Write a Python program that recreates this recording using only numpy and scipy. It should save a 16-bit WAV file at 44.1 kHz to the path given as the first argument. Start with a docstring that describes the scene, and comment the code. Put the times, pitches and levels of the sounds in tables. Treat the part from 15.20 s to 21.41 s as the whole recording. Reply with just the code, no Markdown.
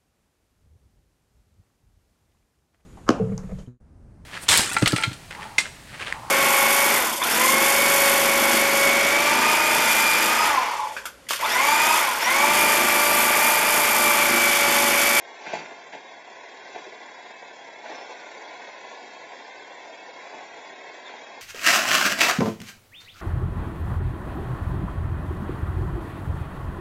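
"""At the curb of a street, a garbage truck is heard across a lawn by a small outdoor camera.
Its side arm grabs a plastic cart, lifts it, dumps it into the steel hopper and brings it down again.
Impacts excite the damped modes of walls and linkages, sliding rubbish makes dense contact noise,
and dry joints squeak and groan by stick-slip friction. Behind them oil hisses through the valves
and the diesel runs on, its clatter modulated at the firing rate."""
import sys
import numpy as np
from scipy import signal
from scipy.fft import rfft, irfft
from scipy.io import wavfile
from scipy.ndimage import uniform_filter1d

SR = 44100
rng = np.random.default_rng(int(sys.argv[2]) if len(sys.argv) > 2 else 0)


def master_out(mix):
    """Clip the mix to full scale and print it as 16-bit PCM to the path in sys.argv[1]."""
    frames = np.transpose(np.atleast_2d(mix))
    ceiling = np.clip(frames, -1, 1)
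    pcm = np.round(ceiling * 32767).astype(np.int16)
    wavfile.write(sys.argv[1], SR, pcm)


N = 273861
TIME = np.arange(N) / SR


# impacts of arm, cart and rubbish: t/s, level/dB, treble gain/dB, bass gain/dB, attack/s
IMPACTS = [(0.262, -25.5, -3, -16, 0.0072), (0.334, -17.5, -14.5, -18, 0.0015),
           (0.348, -34.5, -2, -12, 0.0032), (0.368, -31, -4, -28, 0.0044), (0.411, -44, 6, -19, .003),
           (0.453, -34, -2, -25, .003), (0.508, -37.5, -4.5, -15, 0.0031), (0.722, -36, 9, -24, 0.014),
           (0.734, -33, -3, -19, 0.0027), (0.749, -33.5, -17, -21, 0.0014), (1.547, -25.5, -7, -29, 0.0074),
           (1.558, -25.5, -21, -32, 0.0023), (2.642, -27, -11, -37, 0.01), (2.656, -27, -6, -36, 0.0047),
           (2.694, -26, -12, -38, 0.0085), (2.714, -27, -11, -28, .004), (2.809, -32, -16, -29, 0.0027),
           (2.918, -32.5, -10, -36, 0.0023), (5.134, -23, -29, -26, 0.015), (5.889, -33.5, -3, -27.5, .006),
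           (5.935, -35.5, -19, -18, 0.0027)]
# spectra of an impact's hollow thud, bright crack and low boom: f/Hz, relative level/dB
THUD_SPECTRUM = [(100, -50.5), (200, -19.5), (400, 2.5), (520, 10), (640, 14), (880, 22), (1100, -21.5),
                 (1500, 9), (4000, -72.5)]
CRACK_SPECTRUM = [(700, -47), (1500, 13.5), (2400, 4), (3300, -4.5), (5500, -14), (7400, -22.5)]
BOOM_SPECTRUM = [(45, -24.5), (75, -25), (115, -14.5), (160, -3), (230, -0.5), (350, -2.5), (700, -18)]
# modes of the cart and hopper walls, and of the steel arm: f/Hz, relative level/dB, t60/s
WALL_MODES = [(245.3, -17, 0.17), (350, -12.5, 0.067), (410, -8.5, 0.065), (530, -10, 0.034),
              (631.5, -1, 0.093), (708, 4, 0.042), (861, 2, 0.074), (965, -3.5, 0.03)]
ARM_MODES = [(1570, 2, 0.12), (2008, 2, 0.16), (2150, 5, 0.26), (2385, 4, 0.2), (2470, -3, 0.2),
             (2645, 3, 0.12), (2853, -2, 0.2), (3135, -4, 0.24), (3354, -3, 0.16), (3610, -8, 0.22),
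             (3820, -5, 0.12), (4060, -7, 0.1), (4530, -8, 0.08), (5700, -11, 0.14)]

def impacts(walls_db=-7, thud_db=-12, crack_db=-1, steel_db=-17.5,
            thud_t60=0.066, crack_t60=0.067, boom_t60=0.3):
    """Impulse excitation: each blow gives decaying noise and sets the walls and the steel ringing."""
    out, t = np.zeros(N), np.arange(SR // 3) / SR
    decay_db = -60 * t
    for start, db, treble_db, bass_db, attack in IMPACTS:
        thud = noise(THUD_SPECTRUM, len(t)) * amp(thud_db + decay_db / thud_t60)
        crack = noise(CRACK_SPECTRUM, len(t)) * amp(crack_db + treble_db + decay_db / crack_t60)
        boom = noise(BOOM_SPECTRUM, len(t)) * amp(bass_db + decay_db / boom_t60)
        walls = amp(walls_db) * free_vibration(WALL_MODES, t, detune=0.026)
        steel = amp(steel_db + treble_db) * free_vibration(ARM_MODES, t, detune=0.0042)
        onset = 1 - np.exp(-t / attack)
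        add(out, start, amp(db) * onset * (thud + crack + boom + walls + steel))
    return out


def grabber(start=0.18, attack=0.16, hold=0.031, release=0.079, db=-39.5):
    """Forced vibration: steel fingers judder against the cart as they close and keep the arm ringing."""
    modes = [(hz, 2.2 / t60, level_db) for hz, level_db, t60 in ARM_MODES]  # bandwidth = 2.2 / t60
    return amp(db) * swell(start, attack, hold, release) * resonate(rng.standard_normal(N), modes)


# the grabber closes, the cart lifts, rubbish slides out twice, the cart tips back and swings down:
# peak t/s, level/dB, rise/(dB/s), fall/(dB/s)
SLIDE_EVENTS = [(.34, -37, 49.5, 53), (1.543, -43, 87, 46), (2.683, -39, 217, 19), (3.381, -47.5, 18, 6),
                (5.129, -44, 56, 26.5), (5.89, -42, 196, 56)]
# spectrum of the scraping: f/Hz, relative level/dB
SCRAPE_SPECTRUM = [(110, -37.5), (200, -18.5), (400, 3), (750, 7.5), (1100, 4), (1600, -3), (2300, 0),
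                   (3300, -7.5), (5500, -9.5), (7400, -18)]

def sliding(contacts_per_s=1500, spread_db=2.5, clump_db=-1.0, panel_decay_s=0.0028):
    """Shot noise: many small contacts of plastic and rubbish on steel merge into a scrape, in clumps."""
    sizes = amp(spread_db * np.minimum(rng.exponential(1, N), 4)) * rng.choice([-1, 1], N)
    contacts = sizes * (rng.random(N) < contacts_per_s / SR)
    t = np.arange(SR // 50) / SR
    panel = rng.standard_normal(len(t)) * np.exp(-t / panel_decay_s)
    smear = irfft(np.exp(1j * np.angle(rfft(panel))))  # the panel spreads each contact out in time
    scrape = coloured(signal.oaconvolve(contacts, smear)[:N], SCRAPE_SPECTRUM)
    slides = [amp(db - np.maximum(rise * (peak - TIME), fall * (TIME - peak)))
              for peak, db, rise, fall in SLIDE_EVENTS]
    envelope = np.linalg.norm(slides, axis=0)  # overlapping slides add in power
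    return scrape * envelope * amp(clump_db * wander(hz=43.8))


# bags bump in the cart, then in the hopper: t/s, level/dB
BAG_LANDINGS = [(0.338, -32), (0.738, -36), (1.552, -40), (1.665, -35), (2.69, -32), (2.731, -36),
                (5.111, -44)]
# spectrum of a bump: f/Hz, relative level/dB
BAG_SPECTRUM = [(120, -28.5), (200, -7), (300, -1), (430, 14), (560, -4), (900, -3), (1500, -50)]

def bags(rise=0.011, t60=0.12):
    """Soft impact: a full bag lands with a slow attack and a short, dull body."""
    out, t = np.zeros(N), np.arange(SR // 2) / SR
    for start, db in BAG_LANDINGS:
        envelope = (1 - np.exp(-t / rise)) * amp(db - 60 * t / t60)
        add(out, start, noise(BAG_SPECTRUM, len(t)) * envelope)
    return out


# dry joints of the arm: t/s, duration/s, f/Hz, glide/(Hz/s), level/dB, relative pitch jitter
JOINT_SQUEAKS = [(2.69, 0.22, 5520, -1500, -53, .005), (4.682, 0.046, 670, -900, -39, .05),
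                 (5.84, 0.06, 3550, 0, -43.5, .04)]

def squeaks():
    """Stick-slip friction: a dry joint gives a short, rough whistle or groan."""
    out = np.zeros(N)
    for start, duration, hz, glide, db, jitter in JOINT_SQUEAKS:
        t = np.arange(0, duration, 1 / SR)
        pitch = (hz + glide * t) * (1 + jitter * wander(hz=304)[:len(t)])
        add(out, start, amp(db) * np.hanning(len(t)) * np.sin(2 * np.pi * np.cumsum(pitch) / SR))
    return out


# clatter of each cylinder, in firing order: relative level/dB
CYLINDER_LEVELS = [3.5, -1, 0, 2.7, -0.5, -1]
# spectra of injector and valve clatter, block knock and engine roar: f/Hz, relative level/dB
CLATTER_SPECTRUM = [(300, -4), (700, 13), (1500, 2.5), (2100, 7), (2700, -10.5), (3400, -5), (5000, -3),
                    (7400, -11.5)]
KNOCK_SPECTRUM = [(100, -38.5), (250, -26), (450, -5.5), (720, -3.5), (1050, -5.5), (1400, -18),
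                  (2200, -13.5), (5000, -35)]
ROAR_SPECTRUM = [(70, -64.5), (120, -21), (190, -14.5), (260, -6), (420, -1.5), (700, -2.5), (1040, 2),
                 (1250, -14.5), (1560, -3.5), (2100, -2.5), (2900, -21), (3400, -8.5), (4500, -18),
                 (7400, -22.5)]
# modes of the engine's covers and pipes: f/Hz, bandwidth/Hz, relative level/dB
COVER_MODES = [(1545, 50, -4), (1625, 50, -5), (2060, 60, -2), (2149, 30, -1), (2584, 55, -3),
               (3275, 40, -7), (3365, 70, -7.5), (3700, 40, -10), (3820, 35, -9), (4608, 50, -13),
               (4773, 55, -11), (5259, 60, -12), (5992, 90, -16), (6900, 140, -18)]

def diesel(clatter_db=-9, covers_db=-8, knock_db=-6, roar_db=-2, spread_db=1.8):
    """Periodic excitation: six cylinders clatter and ring the covers; the block knocks once a turn."""
    firings = np.cumsum(firing_rate()) / SR
    firing_phase = firings + 0.31
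    crank_phase = (firings + 2.305) / (len(CYLINDER_LEVELS) / 2)  # three firings to a crank turn
    cylinder = amp(CYLINDER_LEVELS)[firing_phase.astype(int) % len(CYLINDER_LEVELS)]
    clatter = noise(CLATTER_SPECTRUM)
    clatter *= unit_rms(cylinder * bursts(firing_phase, rise=0.18, fall=0.53, spread_db=spread_db))
    cover_force = rng.standard_normal(N) * bursts(firing_phase, rise=0.092, fall=0.65, spread_db=0.5)
    covers = resonate(cover_force, COVER_MODES)
    knock = noise(KNOCK_SPECTRUM) * bursts(crank_phase, rise=0.083, fall=0.39, spread_db=spread_db)
    roar = noise(ROAR_SPECTRUM) * amp(roar_db + 1.2 * wander(hz=29.3))
    engine = amp(clatter_db) * clatter + amp(covers_db) * covers + amp(knock_db) * knock + roar
    return amp(load_db()) * engine


IDLE_FIRING_HZ = 37.13
# departures from idle: t/s, attack/s, hold/s, release/s, change in firing rate/Hz
RATE_CHANGES = [(1.6, .35, .88, 1.14, -1.4), (3.81, .48, .41, .24, 2.44)]

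def firing_rate():
    """Frequency modulation: the idle sags under the weight of the cart and later revs up briefly."""
    return IDLE_FIRING_HZ + sum(change * swell(*timing) for *timing, change in RATE_CHANGES)


# the pump swings the cart up, then shakes it and brings it back:
# t/s, attack/s, hold/s, release/s, gain/dB
PUMP_STROKES = [(1.044, 0.37, 1.01, 0.27, 1.3), (2.99, 0.33, 2.9, 0.25, 1.62)]

def load_db(idle_db=-45.5, db_per_hz=-0.07):
    """Mechanical load: engine and oil get louder with each stroke, and slightly as the speed sags."""
    strokes_db = sum(db * swell(*timing) for *timing, db in PUMP_STROKES)
    return idle_db + db_per_hz * (firing_rate() - IDLE_FIRING_HZ) + strokes_db


# spectrum of oil in the valves: f/Hz, relative level/dB
OIL_SPECTRUM = [(500, -30.5), (1500, -7), (2100, 17.5), (2800, 7.5), (3400, 3.5), (4500, -2), (7400, -43)]

def hydraulics(hiss_db=-10, drone_hz=694, drone_db=-53):
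    """Flow noise: oil hisses through the valves, and the pump adds an unsteady drone."""
    hiss = noise(OIL_SPECTRUM) * amp(load_db() + hiss_db)
    pitch = drone_hz + 26 * wander(hz=37.5)
    drone = np.sin(2 * np.pi * np.cumsum(pitch) / SR) * amp(drone_db + 2 * wander(hz=15))
    return hiss + drone


def street(x, t60=0.16, wet_db=-10, first_echo_s=0.012):
    """Reflection: the truck's side, the houses and the trees add scattered echoes."""
    t = np.arange(SR // 2) / SR
    echoes = rng.standard_normal(len(t)) * (rng.random(len(t)) < 0.05)
    echoes *= (t > first_echo_s) * amp(-60 * t / t60)
    return x + amp(wet_db) * signal.oaconvolve(x, echoes / np.linalg.norm(echoes))[:N]


# scale of the treble's random dips: f/Hz, in thin patches/dB, in wide patches/dB
FLICKER_DEPTHS = [(900, 0, 0), (1250, 20, 0), (1600, 16, 0), (2300, 22, 1), (2900, 40, 8), (3400, 32, 7),
                  (4000, 40, 14), (5000, 40, 28), (7400, 36, 24)]

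def flicker(x):
    """Random amplitude modulation: the treble flickers in narrow patches, giving a fine metallic ring."""
    hz, _, spectra = signal.stft(x, SR, nperseg=4096, noverlap=3072)
    at_hz, thin_db, wide_db = np.transpose(FLICKER_DEPTHS)
    thin = np.interp(hz, at_hz, thin_db)[:, None] * np.minimum(patches(spectra.shape, size=(4, 5)), 0)
    wide = np.interp(hz, at_hz, wide_db)[:, None] * np.minimum(patches(spectra.shape, size=(9, 6)), 0)
    gain = amp(thin + wide)
    gain /= np.sqrt(uniform_filter1d(gain ** 2, size=41, axis=0))  # neighbours share a steady power
    return signal.istft(spectra * gain, SR, nperseg=4096, noverlap=3072)[1][:N]


def free_vibration(modes, t, detune):
    """Modal decay: damped sinusoids, tuned a little differently at each place of contact."""
    hz, db, t60 = np.transpose(modes)[:, :, None]
    hz = hz * (1 + detune * rng.standard_normal(hz.shape))
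    return np.sum(amp(db - 60 * t / t60) * np.sin(2 * np.pi * (hz * t + rng.random(hz.shape))), axis=0)


def resonate(x, modes):
    """Resonance: x drives modes of (f/Hz, bandwidth/Hz, level/dB); the result has rms 1."""
    f = np.fft.rfftfreq(N, 1 / SR)
    response = sum(amp(db) / (1 + 2j * (f - hz) / width) for hz, width, db in modes)
    return unit_rms(irfft(rfft(x) * response, N))


def bursts(phase, rise, fall, spread_db):
    """Pulse train: one burst of random strength per cycle; phase, rise and fall are in cycles."""
    fraction = phase % 1
    strength = amp(spread_db * np.minimum(rng.standard_normal(400), 1))[phase.astype(int)]
    return unit_rms(strength * (1 - np.exp(-fraction / rise)) * np.exp(-fraction / fall))


def swell(start, attack, hold, release):
    """Trapezoidal envelope: rises from 0 to 1, holds and falls back; times in seconds."""
    return np.clip(np.minimum((TIME - start) / attack, 1 - (TIME - start - attack - hold) / release), 0, 1)


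def coloured(x, spectrum):
    """Spectral shaping: filters x by a curve of (f/Hz, level/dB); the result has rms 1."""
    hz, db = np.transpose(spectrum)
    f = np.fft.rfftfreq(len(x), 1 / SR)
    gain_db = np.interp(np.log(f + 1), np.log(hz), db, left=-90)
    return unit_rms(irfft(rfft(x) * amp(gain_db), len(x)))


def noise(spectrum, size=N):
    return coloured(rng.standard_normal(size), spectrum)


def wander(hz):
    """Low-pass noise: a random fluctuation of rms 1, mostly slower than hz."""
    f = np.fft.rfftfreq(N, 1 / SR)
    return unit_rms(irfft(rfft(rng.standard_normal(N)) * np.exp(-(f / hz) ** 2), N))


def patches(shape, size):
    """Correlated noise: a random field of rms 1, alike over size = (bins, frames)."""
    field = rng.standard_normal(shape[::-1]).T
    for _ in range(2):
        field = uniform_filter1d(uniform_filter1d(field, size[0], axis=0), size[1], axis=1)
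    return unit_rms(field)


def amp(db):
    return 10 ** (np.asarray(db) / 20)


def unit_rms(x):
    return x / np.sqrt(np.mean(x ** 2) + 1e-20)


def add(mix, start, sound):
    part = mix[max(round(start * SR), 0):][:len(sound)]
    part += sound[:len(part)]


def scene():
    """Superposition: the flickering sustained noises and the short sounds add in one channel."""
    sustained = flicker(diesel() + hydraulics() + street(sliding()))
    transients = street(impacts() + grabber() + bags() + squeaks())
    return (sustained + transients)[None]


def gate(x, below_hz=200, open_db=-85.0, knee_db=3, depth_db=-30):
    """Spectral gating: the camera's noise suppressor turns down the bass bins while they are faint."""
    hz, _, spectra = signal.stft(x, SR, nperseg=2048, noverlap=1536)
    level_db = 10 * np.log10(uniform_filter1d(abs(spectra) ** 2, size=7, axis=1).clip(1e-20))
    shut = np.clip((open_db - level_db) / knee_db, 0, 1) * (hz < below_hz)[:, None]
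    return signal.istft(spectra * amp(depth_db * shut), SR, nperseg=2048, noverlap=1536)[1][:N]


# notches in the response of the camera's housing: f/Hz, width/Hz, gain/dB
HOUSING_NOTCHES = [(1235, 100, -9), (2970, 140, -6), (4440, 70, -3), (5000, 100, -8), (6400, 70, -4)]

def record(dry, low_hz=90, high_hz=7520):
    """Frequency response: housing notches, a small microphone's lack of bass, then gate and band limit."""
    f = np.fft.rfftfreq(N, 1 / SR)
    housing_db = sum(db * np.exp(-((f - hz) / width) ** 2) for hz, width, db in HOUSING_NOTCHES)
    housed = irfft(rfft(dry[0]) * amp(housing_db), N)
    highpass = signal.butter(4, low_hz, btype="high", fs=SR, output="sos")
    lowpass = signal.firwin(1401, high_hz, window=("kaiser", 9), fs=SR)
    gated = gate(signal.sosfilt(highpass, housed))
    return signal.oaconvolve(gated, lowpass, "same")[None]


dry = scene()
out = record(dry)
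master_out(out)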